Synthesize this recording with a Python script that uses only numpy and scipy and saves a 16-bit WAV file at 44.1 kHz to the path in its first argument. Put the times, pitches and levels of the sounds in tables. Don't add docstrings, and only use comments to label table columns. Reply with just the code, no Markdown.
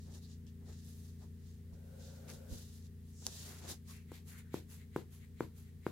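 import sys
import numpy as np
from scipy import signal
from scipy.fft import rfft, irfft, next_fast_len
from scipy.io import wavfile
from scipy.ndimage import map_coordinates

SR = 44100
rng = np.random.default_rng(int(sys.argv[2]) if len(sys.argv) > 2 else 0)


def wav_out(sig):
    wavfile.write(sys.argv[1], SR, np.round(np.clip(np.atleast_2d(sig).T, -1, 1) * 32767).astype(np.int16))


N = 260631

# freq_hz, level_db
SNAP_SPECTRUM = [(200, -68), (800, 2), (1500, -14), (2300, -11), (3800, 1), (4700, 6), (7000, 7.5),
                 (8300, 2), (11000, 5), (16000, -22)]
# clap_s, clap_db, corner_hz, tick_db, pocket_hz, brush_delay_s, brush_db, peel_db, strap_db
FOOT_FLEXES = [(4.1181, -38, 1140, -49.5, 423, 0.032, -58.5, -57, -62),
               (4.5421, -26, 930, -42, 307, 0.014, -54, -58, -66.5),
               (4.962, -22, 1790, -42, 370, 0.015, -60, -63.5, -67.5),
               (5.4066, -21.5, 2200, -46.5, 384, .016, -61, -64.5, -72),
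               (5.866, -21.5, 2300, -49, 388, 0.012, -60.5, -63, -75)]


def amp(db):
    return 10 ** (np.asarray(db) / 20)


def unit_rms(x):
    return x / np.sqrt(np.mean(x ** 2) + 1e-20)


def log_interp(points, hz):
    freqs_hz, values = np.transpose(points)
    return np.interp(np.log(hz + 1), np.log(freqs_hz + 1), values)


def wobble(rate_hz):
    knots = rng.standard_normal(int(N * rate_hz / SR) + 4)
    return map_coordinates(knots, [np.arange(N) * rate_hz / SR])


def filtered(x, response):
    size = next_fast_len(N + SR // 2)
    return irfft(rfft(x, size) * response(np.fft.rfftfreq(size, 1 / SR)), size)[..., :N]


def spread(pair):
    # freq_hz, correlation
    likeness = [(25, -0.43), (70, 1), (400, 0.46), (1000, 0.32), (2000, 0.25), (4000, 0.15), (7000, 0.032),
                (12000, -.05)]
    # freq_hz, left_minus_right_db
    balance = [(60, -3), (200, 9), (1000, 0), (2000, 5.5), (4000, -2.5), (8000, 1), (12500, -2)]

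    def mid_side_gains(hz):
        angle = np.arccos(np.clip(log_interp(likeness, hz), -.99, .99)) / 2
        return np.array([np.cos(angle), np.sin(angle)])

    mid, side = filtered(pair, mid_side_gains)
    ports = np.array([mid + side, mid - side])
    return filtered(ports, lambda hz: amp(np.outer([.5, -.5], log_interp(balance, hz))))


def noise(spectrum, grain_db=0):
    slips = rng.standard_normal((2, N)) * amp(grain_db * wobble(900))
    return unit_rms(spread(filtered(slips, lambda hz: amp(log_interp(spectrum, hz)))))


def pulse(spectrum, corner_hz, size=4096):
    hz = np.fft.rfftfreq(size, 1 / SR)
    magnitude = amp(log_interp(spectrum, hz)) / np.hypot(1, (hz / corner_hz) ** 2)
    cepstrum = irfft(np.log(magnitude + 1e-6))
    cepstrum[1:size // 2] *= 2
    cepstrum[size // 2 + 1:] = 0
    wave = irfft(np.exp(rfft(cepstrum)))
    return wave / np.abs(wave).max()


def stroke(peak_s, rise_s, fall_s, hold_s=0):
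    t = np.arange(N) / SR - peak_s
    before = np.maximum(-t, 0) / rise_s
    after = np.maximum(t - hold_s, 0) / fall_s
    return np.exp(-.5 * np.minimum(before ** 2 + after ** 1.5, 100))


def add(track, start_s, sound):
    part = track[round(start_s * SR):][:len(sound)]
    part += sound[:len(part)]


def room(x, gap_s=0.0021):
    # freq_hz, t60_s
    decay = [(150, 0.27), (400, 0.22), (1200, 0.19), (4000, 0.16), (12000, 0.12)]
    hz, t, bins = signal.stft(rng.standard_normal((2, SR // 2)), SR, nperseg=256)
    tail = signal.istft(bins * amp(-60 * t / log_interp(decay, hz)[:, None]), SR, nperseg=256)[1]
    tail *= np.clip(np.arange(tail.shape[1]) / SR / gap_s - .5, 0, 1)
    tail /= np.linalg.norm(tail[0])
    return spread(signal.fftconvolve(x[None], tail, axes=1)[:, :N])


def motor_hum():
    # order, relative_db
    harmonics = [(2, -11.5), (3, 1), (4, -17.5), (5, -8.5), (6, -8), (7, -15), (8, -8.5), (9, -16),
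                 (11, -31), (14, -21), (15, -26.5), (16, -30.5), (17, -30)]
    # freq_hz, level_db
    rumble_spectrum = [(20, -13.5), (38, -6.5), (75, -0.5), (150, 0), (195, -6.5), (230, -7.5), (310, -18),
                       (420, -14.5), (520, -23), (650, -48), (1500, -55)]
    hiss_spectrum = [(350, -25), (600, 2.5), (1000, 0), (1400, -0.5), (1850, 5.5), (2300, 0), (3300, 0.5),
                     (6000, -2), (15500, -0.5)]
    shaft_hz, mains_hz, fade_db_per_s = 28.44, 100, 0.7
    t = np.arange(N) / SR
    shaft_rad = 2 * np.pi * np.cumsum(shaft_hz + 0.036 * wobble(1.146)) / SR
    tone = sum(amp(db + 0.55 * wobble(3.11)) * np.sin(order * shaft_rad + rng.uniform(0, 2 * np.pi))
               for order, db in harmonics)
    drone = np.sqrt(2) * amp(-53 - fade_db_per_s * t) * tone
    mains = amp(-70.5) * np.sin(2 * np.pi * mains_hz * t)
    motor = (drone + mains) * amp([[.8], [-.8]])
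    return motor + amp(-61) * noise(rumble_spectrum) + amp(-73) * noise(hiss_spectrum)


def soles():
    # peak_s, length_s, thud_db, scuff_db
    footfalls = [(0.094, 0.023, -62, -65.5), (0.162, 0.02, -76, -68), (0.635, 0.018, -63, -71.5),
                 (0.701, 0.02, -64, -63), (1.233, 0.017, -73, -63.5), (1.74, 0.016, -58, -68.5),
                 (2.3, 0.035, -75, -62), (2.356, 0.035, -58.5, -85), (2.529, 0.021, -43.5, -65),
                 (3.227, 0.0044, -63, -61), (3.275, 0.01, -58, -53.5), (3.503, 0.043, -72, -62.5),
                 (3.648, 0.025, -65, -57.5), (3.713, 0.017, -51, -55)]
    # freq_hz, level_db
    thud_spectrum = [(20, -11), (45, -4), (75, 1.5), (130, -15), (250, -10.5), (450, -30), (900, -73)]
    scuff_spectrum = [(100, -26), (350, 11), (550, 4.5), (850, 3.5), (1200, -4.5), (2000, -10), (4000, -35)]
    turn_spectrum = [(250, -31), (440, -1.5), (490, 0.5), (525, 7.5), (580, -4.5), (850, -14.5),
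                     (1200, -22), (1500, -9.5), (1800, -24.5), (4000, -23.5)]
    thud = sum(amp(db) * stroke(peak_s, length_s, length_s) for peak_s, length_s, db, _ in footfalls)
    scuff = sum(amp(db) * stroke(peak_s, length_s, length_s) for peak_s, length_s, _, db in footfalls)
    turn = amp(-61.5) * stroke(2.072, rise_s=0.2, fall_s=0.045, hold_s=0.47)
    return (thud * noise(thud_spectrum) + scuff * noise(scuff_spectrum)
            + turn * noise(turn_spectrum, grain_db=1))


def crinkle(rate_hz=90, scatter_db=3):
    catches = rng.random(N) < rate_hz / SR
    ticks = catches * amp(scatter_db * rng.standard_normal(N).clip(-2, 2))
    pair = ticks * rng.standard_normal((2, N)).clip(-1, 1)
    tick_wave = pulse(SNAP_SPECTRUM, corner_hz=14000)
    return spread(signal.fftconvolve(pair, tick_wave[None], axes=1)[:, :N])


def satin_swishes():
    # peak_s, rise_s, fall_s, swish_db, sheen_db
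    sways = [(0.03, 0.054, 0.054, -69, -76), (0.16, 0.036, 0.021, -63, -68),
             (0.24, 0.016, 0.028, -69.5, -72), (0.32, 0.023, 0.023, -65.5, -85),
             (0.468, .002, .025, -70.5, -90), (0.71, 0.036, 0.087, -66, -74),
             (0.91, 0.057, 0.11, -70, -66.5), (1.06, .03, 0.066, -74.5, -77),
             (1.23, .02, 0.025, -71.5, -79), (1.5, 0.077, 0.051, -72.5, -78),
             (1.74, 0.0089, 0.021, -74, -86), (2.04, 0.033, 0.086, -62, -75),
             (2.299, .012, 0.037, -58, -60), (2.53, 0.024, 0.094, -58, -60),
             (2.769, 0.035, 0.025, -71.5, -69), (2.86, 0.021, 0.015, -70.5, -75),
             (3.12, 0.054, 0.075, -75.5, -73.5), (3.28, 0.034, 0.042, -56.5, -64),
             (3.39, 0.048, 0.054, -56, -60), (3.5, 0.049, .055, -60, -59), (3.66, 0.053, 0.041, -60.5, -67),
             (3.708, 0.017, 0.02, -49.5, -51.5), (3.91, 0.026, 0.041, -60.5, -60.5),
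             (4.391, 0.019, 0.014, -72.5, -63)]
    # freq_hz, level_db
    swish_spectrum = [(600, -3.5), (2400, -17.5), (3700, 2), (5000, 2.5), (7000, 3.5), (8300, -4),
                      (11000, -14.5), (16000, -19)]
    sheen_spectrum = [(5000, -8), (8000, -0.5), (10500, 4), (13000, 0.5), (16000, -4.5)]
    lining_spectrum = [(400, -56), (800, -17), (1200, -19), (1750, 6), (2200, -5), (2700, 6), (4000, 4),
                       (8000, -78)]
    swish = sum(amp(db) * stroke(*timing) for *timing, db, _ in sways)
    sheen = sum(amp(db) * stroke(*timing) for *timing, _, db in sways)
    threads = noise(swish_spectrum, grain_db=1.5) + amp(11.5) * crinkle()
    lining = amp(-11.5) * noise(lining_spectrum, grain_db=-1.5)
    flutter = amp(1.15 * wobble(rate_hz=67))
    return flutter * (swish * (threads + lining) + sheen * noise(sheen_spectrum, grain_db=2))


def satin_snaps():
    # start_s, peak_db
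    releases = [(.468, -48), (2.301, -34), (2.778, -50), (2.826, -48), (2.869, -48), (3.2667, -14),
                (3.2697, -31)]
    right_lag_s = .00005
    ticks = np.zeros(N)
    for start_s, peak_db in releases:
        add(ticks, start_s, amp(peak_db) * pulse(SNAP_SPECTRUM, corner_hz=20000))
    direct = filtered(ticks, lambda hz: np.exp(-2j * np.pi * np.outer([0, right_lag_s], hz)))
    return direct + amp(-13.5) * room(ticks)


def skin_rubs():
    # peak_s, length_s, centre_hz, width_hz, level_db
    rubs = [(0.246, 0.019, 4300, 1100, -66.5), (0.481, 0.014, 3100, 900, -74),
            (0.703, 0.037, 1610, 900, -74.5), (2.302, 0.013, 1860, 1500, -59),
            (3.217, 0.046, 6600, 2620, -62), (3.524, 0.083, 1840, 1720, -64.5),
            (3.684, 0.045, 1837, 1710, -63.5), (3.91, .018, 1130, 280, -65.5),
            (3.951, 0.046, 2200, 1160, -65.5), (4.346, 0.031, 1750, 900, -65.5),
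            (4.467, 0.093, 1680, 580, -76.5)]
    t = np.arange(-SR // 5, SR // 5) / SR
    pair = np.zeros((2, N))
    for peak_s, length_s, centre_hz, width_hz, level_db in rubs:
        edges_hz = [centre_hz - width_hz / 2, centre_hz + width_hz / 2]
        band = signal.butter(2, edges_hz, "bandpass", fs=SR, output="sos")
        friction = unit_rms(signal.sosfilt(band, rng.standard_normal((2, len(t)))))
        slide = amp(level_db) * np.exp(-.5 * (t / length_s) ** 2) * friction
        for port in range(2):
            add(pair[port], max(peak_s + t[0], 0), slide[port, peak_s + t >= 0])
    return spread(pair)


def flex_friction():
    # freq_hz, level_db
    brush_spectrum = [(700, -2), (1300, -2), (2000, 4), (3000, 1.5), (4000, 3.5), (5500, -2), (7500, 0),
                      (9000, -7.5), (12500, 1), (16000, -15)]
    peel_spectrum = [(700, -5), (1600, -2.5), (2600, -1.5), (4000, -1.5), (5500, -2), (7000, 2.5),
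                     (8500, -2), (11000, 2.5), (13000, 0.5), (16000, -7.5)]
    strap_spectrum = [(800, -16), (1400, -5.5), (1800, -0.5), (2100, 5.5), (2450, -3), (3000, -6.5),
                      (4000, -5), (5500, -19), (7000, -6.5), (9000, -14), (15000, -16)]
    brush, peel, strap = np.zeros((3, N))
    for clap_s, *_, brush_delay_s, brush_db, peel_db, strap_db in FOOT_FLEXES:
        strap += amp(-66) * stroke(clap_s - 0.0027, rise_s=0.025, fall_s=0.018)
        brush += amp(brush_db) * stroke(clap_s + brush_delay_s, rise_s=0.016, fall_s=0.029)
        peel += amp(peel_db) * stroke(clap_s + 0.18, rise_s=0.021, fall_s=0.04)
        strap += amp(strap_db) * stroke(clap_s + 0.278, rise_s=0.03, fall_s=0.018)
    return (brush * noise(brush_spectrum, grain_db=1.5) + peel * noise(peel_spectrum, grain_db=1.5)
            + strap * noise(strap_spectrum, grain_db=2))


def slipper_claps():
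    # freq_hz, level_db
    clap_spectrum = [(30, -39), (70, -19), (130, 1.5), (200, -1.5), (340, 3.5), (460, -1.5), (620, -12.5),
                     (980, -8.5), (1200, -13.5), (1500, -12), (1950, -23.5), (2200, -20.5), (2700, -30),
                     (3800, -33), (6000, -46), (16000, -48)]
    pocket_relative_db, pocket_t60_s, tick_t60_s = -11, 0.025, 0.019
    t = np.arange(SR // 20) / SR
    out = np.zeros((2, N))
    for clap_s, clap_db, corner_hz, tick_db, pocket_hz, *_ in FOOT_FLEXES:
        clap = np.zeros(N)
        add(clap, clap_s, -amp(clap_db) * pulse(clap_spectrum, corner_hz))
        pocket = np.cos(2 * np.pi * pocket_hz * t) * (1 - np.exp(-t * pocket_hz * 2))
        add(clap, clap_s, -amp(clap_db + pocket_relative_db - 60 * t / pocket_t60_s) * pocket)
        add(clap, clap_s, amp(tick_db - 7 - 60 * t / tick_t60_s) * rng.standard_normal(len(t)))
        out += clap * amp([[.5], [-.5]]) + amp(-12.5) * room(clap, gap_s=0.0051)
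    return out


def scene():
    return (satin_swishes() + skin_rubs() + satin_snaps() + soles()
            + slipper_claps() + flex_friction() + motor_hum())


def record(dry):
    cutoff_hz = 15850
    return filtered(dry, lambda hz: hz < cutoff_hz)


dry = scene()
out = record(dry)
wav_out(out)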